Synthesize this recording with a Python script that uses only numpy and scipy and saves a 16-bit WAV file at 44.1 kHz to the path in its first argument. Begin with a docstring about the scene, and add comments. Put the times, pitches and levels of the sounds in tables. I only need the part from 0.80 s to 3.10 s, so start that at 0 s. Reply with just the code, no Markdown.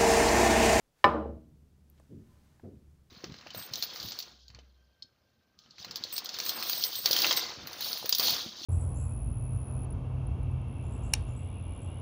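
"""A sleeve rustles faintly, then a cue cracks down on a ball: a jump shot at a pool table in a small hall.
The ball lands, hops on the ringing slate and rumbles over the cloth to thud softly into two far cushions.
Meanwhile the player draws the cue back with a rustle, a slide of the shaft and a few small ticks.
Heard from one microphone position, with a near echo, a short hall tail and quiet room air."""
import sys
import numpy as np
from scipy import signal
from scipy.fft import rfft, irfft, next_fast_len
from scipy.io import wavfile
from scipy.ndimage import map_coordinates

SR = 44100
rng = np.random.default_rng(int(sys.argv[2]) if len(sys.argv) > 2 else 0)


def put_to_file(sound):
    """Save the sound as 16-bit audio at rate SR, in the file named by the first command-line argument."""
    columns = np.atleast_2d(sound).T  # one column per channel
    safe = np.clip(columns, -1, 1)
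    whole_steps = np.round(safe * 32767)
    wavfile.write(sys.argv[1], SR, whole_steps.astype(np.int16))


N = 101429
T = np.arange(N) / SR
STRIKE_S = .2418
RING_SAMPLES = 32768
# modes of cue and ball (frequency [Hz], level [dB], t60 [s])
CUE_MODES = [(385.9, -30.5, .15), (584.9, -18.5, 0.14), (809.84, -19, .27), (1013.6, -10, 0.066),
             (1203.6, -20, .15), (1307.8, -27.5, .12), (1490, -29.5, .08), (1780, -17, 0.057),
             (1950, -37.5, .08), (2259.3, -21, .065), (2923.2, -17.5, 0.031), (3535, -32.5, .04),
             (3938.6, -27.5, 0.049), (4570, -38, 0.031), (5127.4, -37, 0.058)]


def amp(db):
    """Decibels to gain."""
    return 10 ** (np.asarray(db) / 20)


def unit(x):
    """Scale to rms 1."""
    return x / np.sqrt(np.mean(x ** 2) + 1e-20)


def along(points, hz):
    """Read (frequency [Hz], value) points on a log frequency axis."""
    freqs, values = np.transpose(points)
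    return np.interp(np.log(hz + 1), np.log(freqs + 1), values)


def level(points):
    """Gain along a (time [s], level [dB]) curve."""
    return amp(np.interp(T, *np.transpose(points)))


def wobble(per_s):
    """A smooth curve through per_s random values a second."""
    knots = rng.standard_normal(int(N * per_s / SR) + 4)
    return map_coordinates(knots, [T * per_s / SR], mode="nearest")


def filtered(x, gain):
    """Filter x by a gain over frequency."""
    size = next_fast_len(N + 8192)
    return irfft(rfft(x, size) * gain(np.fft.rfftfreq(size, 1 / SR)), size)[:N]


def noise(gain):
    """Coloured noise of rms 1."""
    return unit(filtered(rng.standard_normal(N), gain))


def rush(spectrum):
    """Noise of rms 1 shaped by (frequency [Hz], level [dB]) points."""
    return noise(lambda hz: amp(along(spectrum, hz)))


def fade(t60, t=T):
    """Exponential decay, 60 dB in t60 seconds."""
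    return np.exp(-np.log(1000) * t / np.maximum(t60, 1e-4))


def fade_by_band(x, t60s):
    """Each frequency of x dies at its own speed."""
    hz, t, bands = signal.stft(x, SR, nperseg=512)
    return signal.istft(bands * fade(along(t60s, hz)[:, None], t), SR, nperseg=512)[1][:N]


def rise(seconds):
    """Soft onset with this time constant."""
    return 1 - np.exp(-T / max(seconds, 1e-5))


def at(s, x):
    """Delay x by s seconds."""
    return np.pad(x, (max(round(s * SR), 0), 0))[:N]


def ring(modes, scatter_db, swell_cycles=1.2):
    """Damped modes that take a moment to build up, a little different at each blow."""
    t = T[:RING_SAMPLES]
    out = np.zeros(N)
    for k, (hz, db, t60) in enumerate(modes):
        gain = (-1) ** k * amp(db + scatter_db * rng.standard_normal())
        swell = 1 - np.exp(-t * hz / swell_cycles)
        out[:RING_SAMPLES] += gain * swell * fade(t60, t) * np.sin(2 * np.pi * hz * t)
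    return out


def room_air():
    """The quiet, steady air of the hall."""
    # room tone (frequency [Hz], level [dB])
    spectrum = [(25, 0), (70, -1.5), (180, -7.5), (500, -11.5), (1000, -19), (2000, -23.5), (6000, -25.5),
                (15500, -30.5)]
    return amp(-73.5) * rush(spectrum)


def sleeve_and_glove():
    """Sleeve and glove rustle with the stroke and as the player stands up."""
    # movement of each fabric (time [s], level [dB])
    sleeve_levels = [(0, -85), (.13, -90), (.19, -72), (.25, -74), (.6, -100), (1.0, -91), (1.19, -76.5),
                     (1.28, -78.5), (1.4, -78.5), (1.52, -75.5), (1.58, -76), (1.66, -74), (1.76, -75.5),
                     (1.95, -82), (2.3, -86.5)]
    glove_levels = [(.9, -100), (1.2, -86.5), (1.42, -84), (1.55, -80), (1.66, -83.5), (1.78, -97),
                    (2.1, -96.5)]
    # soft cloth and the glove's brighter swish (frequency [Hz], level [dB])
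    cloth = [(100, -9.5), (500, -1.5), (1400, 0), (2500, -4.5), (6000, -7.5), (12000, -14), (16000, -15)]
    swish = [(1500, -28), (4000, -5), (7000, 0), (12500, -0.5), (16000, -8)]
    return sum(level(curve) * amp(1.5 * wobble(per_s=30)) * rush(colour)
               for curve, colour in [(sleeve_levels, cloth), (glove_levels, swish)])


def cue_strike():
    """The hard tip cracks on the ball; cue and table ring."""
    # crack of the tip and the table's shaken wooden body (frequency [Hz], level [dB])
    crack_spectrum = [(40, -15.5), (150, -9), (500, -4.5), (1200, 0.5), (3000, -3.5), (4500, -12),
                      (6500, -26), (10000, -33.5), (15000, -37)]
    wood_spectrum = [(40, -15.5), (150, 1.5), (230, -5.5), (330, -3.5), (650, 2.5), (880, -4.5), (1150, 2),
                     (1400, -4), (1700, -14), (3000, -22.5), (5000, -36), (7000, -49), (15000, -54.5)]
    crack = amp(-17.5) * rush(crack_spectrum) * fade(t60=.025)
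    wood = amp(-23) * rush(wood_spectrum) * fade(t60=.3676) * rise(.0021)
    return at(STRIKE_S, (ring(CUE_MODES, scatter_db=1.59) + crack + wood) * rise(.0004))


def rolling():
    """The moving ball makes the slate rumble and drone at its lowest mode."""
    # rumble of the roll, and the drone, loudest during the hops (time [s], level [dB])
    rumble_levels = [(.25, -90.5), (.5, -58), (.7, -58), (.9, -64.5), (1.25, -64.5), (1.7, -65.5),
                     (2.05, -64), (2.3, -69)]
    drone_levels = [(.24, -73), (.26, -52.5), (.30, -44.5), (.34, -47), (.5, -44), (.57, -52), (.615, -66),
                    (1.05, -66), (1.6, -72.5), (2.05, -61.5), (2.3, -72)]
    # ball rolling on cloth over slate (frequency [Hz], level [dB])
    rumble_spectrum = [(25, -14), (50, -10), (80, 0), (100, -12.5), (140, -1.5), (220, -10.5), (320, -17.5),
                       (500, -27.5), (900, -44), (3000, -67.5)]
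    drone_hz, wander_rad, waver_db = 72.26, .55, 3
    phase = 2 * np.pi * drone_hz * T + wander_rad * wobble(per_s=7)
    drone = level(drone_levels) * unit(np.sin(phase)) * amp(waver_db * wobble(per_s=9))
    rumble = level(rumble_levels) * rush(rumble_spectrum)
    return (rumble + drone) * (T > STRIKE_S)


def knock(blow_db):
    """Dull knock of ball on cloth; a weaker blow has less treble."""
    # contact noise (frequency [Hz], level [dB])
    spectrum = [(40, -17.5), (120, -4.5), (250, -6), (500, 3.5), (900, -6), (1500, -11.5), (2200, -29),
                (5000, -47), (12000, -70.5)]
    contact_hz, db_per_octave = 1700, 4
    hz = np.fft.rfftfreq(RING_SAMPLES, 1 / SR)
    cutoff_hz = contact_hz * 2 ** (blow_db / db_per_octave)
    lowpass = 1 / np.sqrt(1 + (hz / cutoff_hz) ** 4)
    burst = unit(irfft(rfft(rng.standard_normal(RING_SAMPLES)) * amp(along(spectrum, hz)) * lowpass))
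    return amp(-31) * np.pad(burst, (0, N - RING_SAMPLES)) * fade(t60=.14)


def hops():
    """The ball is driven into the slate, lands and hops until it settles."""
    # the ball meets the slate (time [s], level [dB])
    landings = [(.246, 5.5), (.297, -10), (.342, 2.5), (.374, -0.5), (.402, -3), (.449, -5), (.488, -8.5),
                (.515, -12.5), (.562, -15.5)]
    # modes of the slate bed (frequency [Hz], level [dB], t60 [s])
    slate_modes = [(209.06, -39, 0.22), (235.8, -41.5, .46), (310.7, -40, .28), (331.89, -41, .28),
                   (456.5, -43, 0.43), (564, -42, 0.21), (643, -45.5, 0.22)]
    onset = rise(.0034)
    return sum(at(s, amp(db) * onset * (ring(slate_modes, scatter_db=4) + knock(db)))
               for s, db in landings)


def ticks():
    """A bright tick of the ball hitting the slate, then small ticks and scuffs of handling the cue."""
    # ticks and scuffs (time [s], level [dB], centre [Hz], width [octaves], t60 [s])
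    contacts = [(.2562, -47.5, 6600, .7, .008), (1.1002, -48.5, 11480, 0.206, 0.0037),
                (1.178, -71.5, 2700, .6, 0.094), (1.199, -58.5, 6680, 0.37, 0.0057),
                (1.199, -54, 464, 0.93, 0.0256), (1.797, -57, 1001, 0.733, 0.021)]
    out = np.zeros(N)
    for s, db, centre_hz, width, t60 in contacts:
        band = noise(lambda hz: np.exp(-.5 * (np.log2((hz + 1) / centre_hz) / width) ** 2))
        out += at(s, amp(db) * fade(t60) * band)
    return out


def cue_slide(width_hz=64, dull_hz=1605.7):
    """Friction on the shaft stirs the cue's lower modes."""
    # the shaft slides back over the bridge hand (time [s], level [dB])
    slide_levels = [(1.0, -100), (1.4, -88), (1.51, -75.5), (1.64, -82.5), (1.74, -81.5), (1.95, -93)]

    def shaft(hz):
        peaks = sum(amp(db / 2) / (1 + (2 * (hz - mode_hz) / width_hz) ** 2)
                    for mode_hz, db, _ in CUE_MODES)
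        return peaks / (1 + (hz / dull_hz) ** 2)
    return level(slide_levels) * noise(shaft)


def cushions():
    """Far rubber gives softly; table and hall boom, the bass longest; a duller bump follows."""
    # the ball meets a cushion (time [s], level [dB], rise [s], dull above [Hz])
    hits = [(1.291, -41, 0.0415, 387), (1.830, -42, 0.0079, 524.5)]
    # colour of the boom (frequency [Hz], level [dB])
    spectrum = [(30, -23), (60, -11), (85, 3.5), (140, 0), (300, 1.5), (450, 1), (900, -5.5), (2000, 10)]
    # decay of the boom (frequency [Hz], t60 [s])
    decay = [(80, 0.98), (200, 0.647), (400, 0.3655), (1000, 0.23)]

    def boom(dull_hz):
        return noise(lambda hz: amp(along(spectrum, hz)) / np.sqrt(1 + (hz / dull_hz) ** 8))
    out = np.zeros(N)
    for s, db, rise_s, dull_hz in hits:
        out += at(s, amp(db) * rise(rise_s) * fade_by_band(boom(dull_hz), decay))
        # the rebounding ball settles back on the slate
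        out += at(s + .1, amp(db - 8) * rise(.0214) * fade(t60=.285) * boom(dull_hz=275.7))
    return out


def hall(x):
    """What the small hall returns to the microphone: an echo off a near surface and a diffuse tail."""
    # reverberation time (frequency [Hz], t60 [s])
    decay = [(100, .65), (400, 0.39), (1000, 0.34), (2000, .41), (4000, 0.45), (8000, 0.29), (14000, 0.11)]
    # colour of the tail (frequency [Hz], level [dB])
    colour = [(100, -1), (400, 4), (1000, 2), (2000, -11), (4000, -10), (8000, -2.5), (14000, 2.5)]
    tail = fade_by_band(rng.standard_normal(N), decay)
    tail = filtered(tail / np.linalg.norm(tail), lambda hz: amp(along(colour, hz))) * rise(.007976)
    echo = amp(-17.5) * at(.009, x)
    return echo + amp(-9.5) * signal.fftconvolve(x, tail)[:N]


def scene():
    """The table in mono; strike, hops and ticks also sound in the hall."""
    strike = cue_strike()
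    taps = hops() + ticks()
    reverb = hall(strike + amp(-5.5) * taps)
    mix = strike + taps + reverb + cushions() + rolling() + sleeve_and_glove() + cue_slide() + room_air()
    return mix[None]


def record(dry):
    """The recorder keeps nothing above its band limit."""
    top_hz = 15750
    return filtered(dry[0], lambda hz: 1 / np.sqrt(1 + (hz / top_hz) ** 300))[None]


dry = scene()
out = record(dry)
put_to_file(out)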